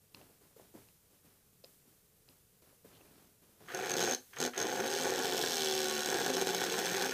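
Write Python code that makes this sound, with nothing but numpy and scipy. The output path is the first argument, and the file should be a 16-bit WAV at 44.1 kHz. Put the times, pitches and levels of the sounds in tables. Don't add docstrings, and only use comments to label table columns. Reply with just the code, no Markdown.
import sys
import numpy as np
from scipy import signal
from scipy.fft import rfft, irfft
from scipy.io import wavfile
from scipy.ndimage import uniform_filter1d

SR = 44100
rng = np.random.default_rng(int(sys.argv[2]) if len(sys.argv) > 2 else 0)


def wav_record(signal):
    frames = np.transpose(np.atleast_2d(signal))
    bounded = np.clip(frames, -1, 1)
    quanta = np.round(bounded * 32767).astype(np.int16)
    wavfile.write(sys.argv[1], SR, quanta)


N = 314433
T = np.arange(N) / SR

# t/s, speed/(turns per s)
ROTOR_SPEED = [(3.65, 31), (3.95, 49), (4.12, 80), (4.33, 35), (4.46, 60), (4.6, 55), (4.8, 72), (4.93, 82),
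               (5.15, 94), (5.3, 90), (5.52, 83.7), (5.57, 79.7), (5.62, 77.4), (5.71, 76), (5.8, 75.6),
               (5.88, 73.9), (6.05, 73.7), (6.18, 70.5), (6.27, 59.5), (6.87, 60), (7.13, 62.5)]
# t/s, table level/dB, casing re table/dB, third-order hum/dB, loose chatter share/0-1
FULL_CURRENT = [(3.75, -41, -7.5, -81, 0.79), (3.95, -40, -5, -54, 0.74), (4.02, -37.5, -3, -47, 0.6),
                (4.14, -39.5, -2.5, -56, 0.44), (4.44, -39.5, -6, -52, 0.57), (4.6, -38, -6, -75, 0.17),
                (4.82, -37, -6, -48.5, 0.9), (4.91, -40.5, -5.5, -55.5, 0.25),
                (5.09, -37.5, -2.5, -62, 0.85), (5.14, -37.5, -3, -57, 0.45), (5.45, -37, -0.5, -48, .42),
                (5.58, -42, 6.5, -47.5, .13), (6.0, -43, 5, -50, .18), (6.12, -36, -2, -75, 0.49),
                (6.27, -37, -2, -50, 0.53), (6.7, -38, -1, -51.5, 0.55), (7.13, -36.5, -1.5, -46, 0.62)]
# t/s, drag re table/dB, ring re casing/dB
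GRIP_BALANCE = [(3.7, -3.5, -10), (4.0, -3.5, -7.5), (4.7, -7.5, -7.5), (5.08, -6.5, -14), (5.4, -8.5, -27),
                (5.6, -6.5, -16), (5.95, -3.5, -16), (6.2, -6, -16), (6.7, -5, -15), (7.13, -3, -12)]
# full current t/s, swell before it/(dB per s), wire slips off t/s
WIRE_CONTACTS = [(3.749, 282, 4.137), (4.406, 390, 4.478), (4.58, 548, 7.2)]
# slack from t/s, knock on return t/s, depth approached/dB (negative swells)
SLACK_DIPS = [(6.033, 6.0594, 4.5), (6.238, 6.2627, 0), (6.283, 6.3014, -1), (6.296, 6.336, 5.5),
              (6.346, 6.368, 8), (6.387, 6.414, 0.5), (6.426, 6.471, 5), (6.513, 6.547, 3.5),
              (6.62, 6.6393, 0.5), (6.667, 6.723, 1.5), (6.761, 6.7895, 1.5), (6.798, 6.857, 1),
              (6.951, 6.9686, 4.5), (6.992, 7.023, 1.5), (7.066, 7.14, 4.5)]
# first t/s, last t/s, spacing/ms, click level/dB, table thump re click/dB, can ring re click/dB
KNOCK_RUNS = [(3.7475, 3.7475, 10, -23.5, 5, -3), (3.859, 3.859, 10, -27, 6, -3),
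              (3.8965, 3.916, 9.7, -23, 5.5, 2), (3.939, 3.9674, 28, -21, 6, 3),
              (3.9822, 4.0482, 11, -20, 7.5, 0), (4.057, 4.0947, 9.1, -27.5, 15, 6),
              (4.1101, 4.1342, 11.6, -22, 7.5, 4.5), (4.1477, 4.1481, 10, -19, -14, 2),
              (4.3863, 4.3856, 10, -37, -8, 13), (4.4025, 4.4628, 12, -20, 6.5, 2.5),
              (4.5775, 4.6262, 12.3, -23, 8, 4.5), (4.862, 4.877, 16, -22.5, -3, -4),
              (4.902, 5.035, 12.1, -22, 4, -5), (5.046, 5.1, 10.8, -27, 12, -2),
              (5.369, 5.3781, 9.4, -17, -19, -40), (5.414, 5.4247, 10.7, -18.5, -19, -14),
              (5.19, 5.19, 10, -21, 0, -10), (5.2467, 5.2555, 9, -21, 0, -10),
              (6.342, 6.3517, 10, -22, 5, -3), (6.422, 6.422, 10, -21, 10, -5),
              (6.49, 6.5058, 16, -22, 9, -3), (6.607, 6.607, 10, -19, -7, -8)]
# click level/dB, table thump re click/dB, can ring re click/dB
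SLACK_KNOCK = (-19, 7, -3)
# t/s, click level/dB
BRUSH_DRAGS = [(3.685, -45), (3.701, -47.5), (3.717, -52), (4.332, -48.5), (4.367, -42), (4.535, -42),
               (4.556, -46)]
SEGMENT_LEVELS = [0, -9, -5]
SEGMENT_POSITIONS = [0, .2, .59]

# f/Hz, width/Hz, relative level/dB
TABLE_MODES = [(252.7, 14.2, -4.5), (371, 51, 1), (477, 98, -3.5), (516, 22, -6.5), (708, 117, -12.5),
               (776, 190, -8), (1084, 41, -12)]
CASING_MODES = [(2266, 98, -5), (2717, 64, 1), (3025, 150, 3), (3406, 375, 2.5), (4060, 1130, 0),
                (5540, 630, 1), (6514, 240, -1), (7600, 240, -5), (11700, 2000, -13), (13400, 820, -3.5)]
CAN_MODES = [(6347, 470, 13)]
DRAG_MODES = [(1596, 1240, 5), (3160, 300, -2)]
BRUSH_ARM_MODES = [(1482, 236, 2.5), (1723, 353, 2), (2347, 530, -4)]
# f/Hz, width/Hz, relative level/dB
PLASTIC_LOW_MODES = [(1000, 500, -10), (1900, 500, -14), (2700, 450, 0)]
PLASTIC_HIGH_MODES = [(4170, 760, 4), (4480, 2600, -9), (5000, 370, 7), (6070, 500, -8)]
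THUD_MODES = [(536, 150, 0)]
SCUFF_MODES = [(3080, 1300, 0), (4000, 700, -1)]
# f/Hz, relative level/dB
TABLE_BETWEEN = [(60, -43), (130, -18.5), (300, -15), (600, -51), (1200, -25), (2000, -76)]
CASING_BETWEEN = [(1200, -49), (2200, -20), (5000, -3), (7000, -4.5), (8200, -3), (9100, -8.5),
                  (10100, -14.5), (10500, -9.5), (12000, -9), (12800, -9.5), (13600, -44), (15000, 0.5)]

# t/s, push click level/dB, pitch f/Hz
FINGER_NUDGES = [(0.142, -37, 246), (0.211, -36, 416), (0.296, -41, 441), (0.409, -42, 376),
                 (0.563, -38, 410), (0.596, -33.5, 510), (0.740, -31.5, 332), (0.75, -27, 280),
                 (0.773, -36.5, 513), (1.136, -52, 202), (1.246, -44, 373), (1.643, -42.5, 510),
                 (1.851, -47, 440), (1.873, -44, 202), (2.292, -36.5, 200), (2.62, -42.5, 455),
                 (2.726, -47, 497), (2.846, -32.5, 390), (2.872, -40, 330), (3.007, -36, 370),
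                 (3.418, -52, 360), (3.607, -36.5, 450)]
# t/s, level before filter make-up/dB, dullness/dB (low up, high down), thud click level/dB
PLASTIC_TICKS = [(0.1465, -43, -1, -60), (0.1474, -36, -1, -60), (0.2144, -55, 3, -60),
                 (0.7485, -69, -6, -48), (0.887, -54, 2, -70), (1.6398, -52, -4, -28.5),
                 (1.6444, -46.5, -8, -58), (1.646, -53, -10, -58), (2.2886, -52.5, -4.5, -59),
                 (3.012, -62.5, 8, -60)]
# start t/s, held/s, level/dB
HAND_RUBS = [(0.149, 0.077, -61), (.41, 0.05, -67.5), (.56, 0.069, -65.5), (0.747, 0.027, -61.5),
             (1.1, 0.054, -71), (1.25, 0.019, -66), (1.64, .02, -68.5), (1.86, 0.075, -72.5),
             (2.278, 0.027, -68), (2.62, 0.065, -67), (2.85, 0.36, -64.5), (3.419, 0.33, -69.5),
             (3.602, 0.048, -61)]
# f/Hz, relative density/(dB per Hz)
RUB_COLOUR = [(35, -37), (60, -3.5), (186, 1), (427, -2), (495, -7), (629, -6), (690, -7.5), (846, -9.5),
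              (5000, -21), (6500, -24), (11000, -120)]
HISS_COLOUR = [(590, -62), (1000, -7), (1560, -6), (1900, -7), (4650, -5), (14300, 0), (15000, 0),
               (15500, -9)]
RUMBLE_COLOUR = [(20, -7), (96, 1.5), (188, -1), (303, -31), (434, -2.5), (721, -22), (1000, -24),
                 (1300, -53), (2200, -120)]

COAST_DB_PER_S, SILENT_DB = 744, -53
COAST_CASING_SHARE = 0.78
SLACK_S, DIP_CASING_SHARE = 0.008, 0.8
PROUD_PASSES_S = 5.7116
UNEVEN_DB, SPEED_WOBBLE = 4, 0.012
CHATTER_PULSE, HUM_WAVER_DB = 0.23, 1.8
TABLE_SHIFT, TABLE_SHIFT_S = 0.028, 0.15
KNOCK_TOP_HZ = 11100

RUB_FADE_DB_PER_S, RUB_REST_DB = 82, -76.5
SCUFF_S, SCUFF_LENGTH_S, SCUFF_DB = 2.93, 0.045, -70

ROOM_T60_S, ROOM_DB = 0.21, -12.5
HANDS_ROOM_DB = -7
HISS_REST_DB, GATE_FROM_DB, GATE_SHARE, GATE_TOP_DB, GATE_CLOSE_DB_PER_S = -71, -80.5, 0.25, 8, 101
RUMBLE_REST_DB, SINK_FROM_DB, SINK_SHARE = -73.5, -56, 0.45
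CUTOFF_HZ = 15750


def motor():
    drag_db, ring_db = in_time(GRIP_BALANCE)
    full_db, casing_re_db, hum_db, loose = in_time(FULL_CURRENT)
    drop_db, dip_db = current_drop_db(), slack_dip_db()
    table_db = full_db + drop_db - dip_db
    casing_db = full_db + casing_re_db + COAST_CASING_SHARE * drop_db - DIP_CASING_SHARE * dip_db
    hum_db = hum_db + drop_db - dip_db
    running = T > ROTOR_SPEED[0][0]

    turns = rotor_turns(loose)
    snaps, push = commutator(turns, loose)
    chatter = bearing_chatter(turns)
    shake = evened(0.19 * (1 - loose) * push + np.sqrt(loose) * chatter, ms=70)
    shake = shake * running
    fizz = evened(np.sqrt(1 - loose) * snaps + 0.6 * np.sqrt(loose) * chatter, ms=70)
    fizz = fizz + 0.57 * rng.standard_normal(N)
    fizz = fizz * from_db(casing_db) * running

    knock, thump, can_knock = bearing_knocks()
    table = held_table(shake * from_db(table_db) + thump)
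    casing = body(fizz + from_db(7) * knock, CASING_MODES, CASING_BETWEEN)
    can = body(can_knock + from_db(ring_db) * fizz, CAN_MODES)
    drag = brush_drag(shake * from_db(table_db + drag_db), thump)
    return table + casing + can + drag + third_order_hum(turns, hum_db) * running


def rotor_turns(loose):
    speed, = in_time(ROTOR_SPEED)
    wobble = SPEED_WOBBLE * loose ** 2 * wander(0.05)
    turns = np.cumsum(speed * (1 + wobble)) / SR
    return turns - np.interp(PROUD_PASSES_S, T, turns) % 1


def commutator(turns, loose):
    passes = np.arange(int(turns[-1]))[:, None] + SEGMENT_POSITIONS
    at = np.interp(passes.ravel(), turns, T)
    loose_at = np.interp(at, T, loose)
    uneven_db = UNEVEN_DB * loose_at
    luck = np.clip(rng.standard_normal((len(at), 3)), -1.3, 1.3)
    segment_db = np.resize(SEGMENT_LEVELS, len(at))
    snap_db = segment_db * (1.1 - loose_at) + uneven_db * luck[:, 0]
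    at = at + 0.00004 * uneven_db * luck[:, 1]

    proud = blow(train(at[::3], snap_db[::3]), ms=1.2, rough=0.2)
    proud = lowpass(proud, 9000)
    is_other = np.arange(len(at)) % 3 > 0
    others = blow(train(at[is_other], snap_db[is_other]), ms=0.6, rough=0.2)
    others = lowpass(others, 6000, order=2) * from_db(-1)

    push = train(at, 0.6 * segment_db + uneven_db * luck[:, 2])
    push = lowpass(push + 1e-18, 2500)
    return rms_one(proud + others), rms_one(push)


def bearing_chatter(turns):
    grains = (rng.random(N) < 1200 / SR) * from_db(0.76 * np.minimum(rng.exponential(1, N), 4))
    throb = 1 + CHATTER_PULSE * np.cos(6 * np.pi * turns - 1)
    return rms_one(scrape(grains, ms=0.54) * throb)


def bearing_knocks():
    s, db, thump_db, can_db = knock_list()
    knock = lowpass(blow(train(s, db), ms=2.0, rough=0.22), KNOCK_TOP_HZ)
    thump = blow(train(s, db + thump_db), ms=0.42, rough=0.23)
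    can_knock = blow(train(s, db + can_db), ms=2.2, rough=0.2)
    return knock, thump, can_knock


def knock_list():
    rows = []
    for first, last, spacing_ms, *levels in KNOCK_RUNS:
        count = 1 + round(1000 * (last - first) / spacing_ms)
        rows += [(s, *levels) for s in np.linspace(first, last, count)]
    rows += [(back, *SLACK_KNOCK) for _, back, _ in SLACK_DIPS]
    return np.transpose(rows)


def brush_drag(shake, thump):
    breaking_free = scrape(train(*np.transpose(BRUSH_DRAGS)), ms=15.7)
    arm = body(shake + from_db(-8.5) * thump, BRUSH_ARM_MODES)
    return body(breaking_free, DRAG_MODES) + arm


def third_order_hum(turns, level_db):
    level_db = level_db + HUM_WAVER_DB * wander(0.04)
    return np.sqrt(2) * from_db(level_db) * np.sin(6 * np.pi * turns)


def current_drop_db():
    drops = []
    for full, swell, off in WIRE_CONTACTS:
        before = swell * np.maximum(full - T, 0)
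        after = COAST_DB_PER_S * np.maximum(T - off, 0)
        drops.append(-before - after)
    return np.maximum(np.max(drops, axis=0), SILENT_DB)


def slack_dip_db():
    dip_db = np.zeros(N)
    for s, back, depth_db in SLACK_DIPS:
        easing = 1 - np.exp(-np.maximum(T - s, 0) / SLACK_S)
        dip_db += depth_db * (T < back) * easing
    return dip_db


def held_table(x):
    high = np.clip(0.5 + 0.4 * wander(TABLE_SHIFT_S), 0, 1)
    table = np.zeros(N)
    for share, shift in ((high, TABLE_SHIFT), (1 - high, -TABLE_SHIFT)):
        modes = [(hz * (1 + shift), width, db) for hz, width, db in TABLE_MODES]
        table += body(x * share, modes, TABLE_BETWEEN)
    return table


def handling():
    grains = (rng.random(N) < 2500 / SR) * from_db(2 * rng.exponential(1, N))
    return nudges() + ticks() + rub(grains) + scuff(grains)


def nudges():
    thumps = np.zeros(N)
    for s, db, hz in FINGER_NUDGES:
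        span = slice(int(s * SR), int(s * SR) + 6000)
        push = scrape(train([s], [db]), ms=10.3)[span]
        band = signal.butter(2, [hz / 1.5, hz * 1.41], "band", fs=SR, output="sos")
        thumps[span] += signal.sosfilt(band, push)
    return thumps


def ticks():
    s, db, dull_db, thud_db = np.transpose(PLASTIC_TICKS)
    low = body(blow(train(s, db + 13 + dull_db), ms=0.23, rough=0.28), PLASTIC_LOW_MODES)
    high = body(blow(train(s, db + 9 - dull_db), ms=0.24, rough=0.078), PLASTIC_HIGH_MODES)
    return low + high + body(train(s, thud_db), THUD_MODES)


def rub(grains):
    return body(rms_one(scrape(grains, ms=4.7)), bed=RUB_COLOUR) * from_db(rubbing_db())


def rubbing_db():
    rubs = []
    for s, held, db in HAND_RUBS:
        fading_db = db - RUB_FADE_DB_PER_S * np.maximum(T - s - held, 0)
        rubs.append(np.where(T > s, fading_db, RUB_REST_DB))
    return np.maximum(np.max(rubs, axis=0), RUB_REST_DB)


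def scuff(grains):
    during = (T > SCUFF_S) * (T < SCUFF_S + SCUFF_LENGTH_S)
    return from_db(SCUFF_DB) * body(rms_one(scrape(grains, ms=1.5)) * during, SCUFF_MODES)


def room(x):
    t = T[:SR // 2]
    tail = rng.standard_normal(len(t)) * from_db(-60 * t / ROOM_T60_S) * (t > 0.004)
    tail = signal.lfilter([1], [1, -0.4], tail)
    return from_db(ROOM_DB) * signal.oaconvolve(x, tail / np.sqrt(np.sum(tail ** 2)))[:N]


def gated_hiss(near):
    level_db = followed_db(near, GATE_CLOSE_DB_PER_S)
    open_db = np.clip(GATE_SHARE * (level_db - GATE_FROM_DB), 0, GATE_TOP_DB)
    return body(rng.standard_normal(N), bed=HISS_COLOUR) * from_db(HISS_REST_DB + open_db)


def rumble(near):
    sink_db = -SINK_SHARE * np.maximum(followed_db(near, fall_db_per_s=300) - SINK_FROM_DB, 0)
    return body(rng.standard_normal(N), bed=RUMBLE_COLOUR) * from_db(RUMBLE_REST_DB + sink_db)


def from_db(db):
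    return 10 ** (np.asarray(db) / 20)


def rms_one(x):
    return x / np.sqrt(np.mean(x[x != 0] ** 2) + 1e-20)


def in_time(rows):
    s, *columns = np.transpose(rows)
    return [np.interp(T, s, c) for c in columns]


def body(x, modes=(), bed=((10, -70), (20000, -70)), size=8192):
    hz = np.maximum(np.arange(size // 2 + 1) * SR / size, 1)
    bed_hz, bed_db = np.transpose(bed)
    power = from_db(2 * np.interp(np.log(hz), np.log(bed_hz), bed_db))
    for centre_hz, width_hz, db in modes:
        detuning = (hz - centre_hz ** 2 / hz) / width_hz
        power = power + from_db(2 * db) / (1 + detuning ** 2) ** 2
    cepstrum = irfft(np.log(power) / 2)
    cepstrum[1:size // 2] *= 2
    cepstrum[size // 2 + 1:] = 0
    pulse = irfft(np.exp(rfft(cepstrum)))
    return signal.oaconvolve(x, pulse / np.sqrt(np.sum(pulse ** 2)))[:N]


def lowpass(x, hz, order=1):
    return signal.sosfilt(signal.butter(order, hz, fs=SR, output="sos"), x)


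def train(times, levels_db):
    x = np.zeros(N)
    samples = np.clip((np.asarray(times) * SR).astype(int), 0, N - 1)
    np.add.at(x, samples, from_db(levels_db))
    return x


def scrape(clicks, ms):
    tail = signal.lfilter([1], [1, -np.exp(-1000 / (ms * SR))], np.abs(clicks) + 1e-18)
    return tail * rng.choice([-1, 1], N)


def blow(clicks, ms, rough):
    return clicks + rough * scrape(clicks, ms)


def evened(x, ms):
    return x / np.sqrt(uniform_filter1d(x ** 2, int(ms * SR / 1000)) + 1e-9)


def wander(step_s):
    return rms_one(np.interp(T, step_s * np.arange(300), rng.standard_normal(300)))


def followed_db(x, fall_db_per_s):
    level = 10 * np.log10(uniform_filter1d(x ** 2, SR // 100) + 1e-12)
    return np.maximum.accumulate(level + fall_db_per_s * T) - fall_db_per_s * T


def scene():
    machine, hands = motor(), handling()
    near = machine + hands
    reverb = room(machine + from_db(HANDS_ROOM_DB) * hands)
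    return (near + reverb + gated_hiss(near) + rumble(near))[None]


def record(dry):
    rounded = 0.16 * np.tanh(dry / 0.16)
    rolled = signal.sosfilt(signal.ellip(6, 0.5, 22, 14950, fs=SR, output="sos"), rounded)
    return signal.sosfilt(signal.cheby2(16, 60, CUTOFF_HZ + 100, fs=SR, output="sos"), rolled)


dry = scene()
out = record(dry)
wav_record(out)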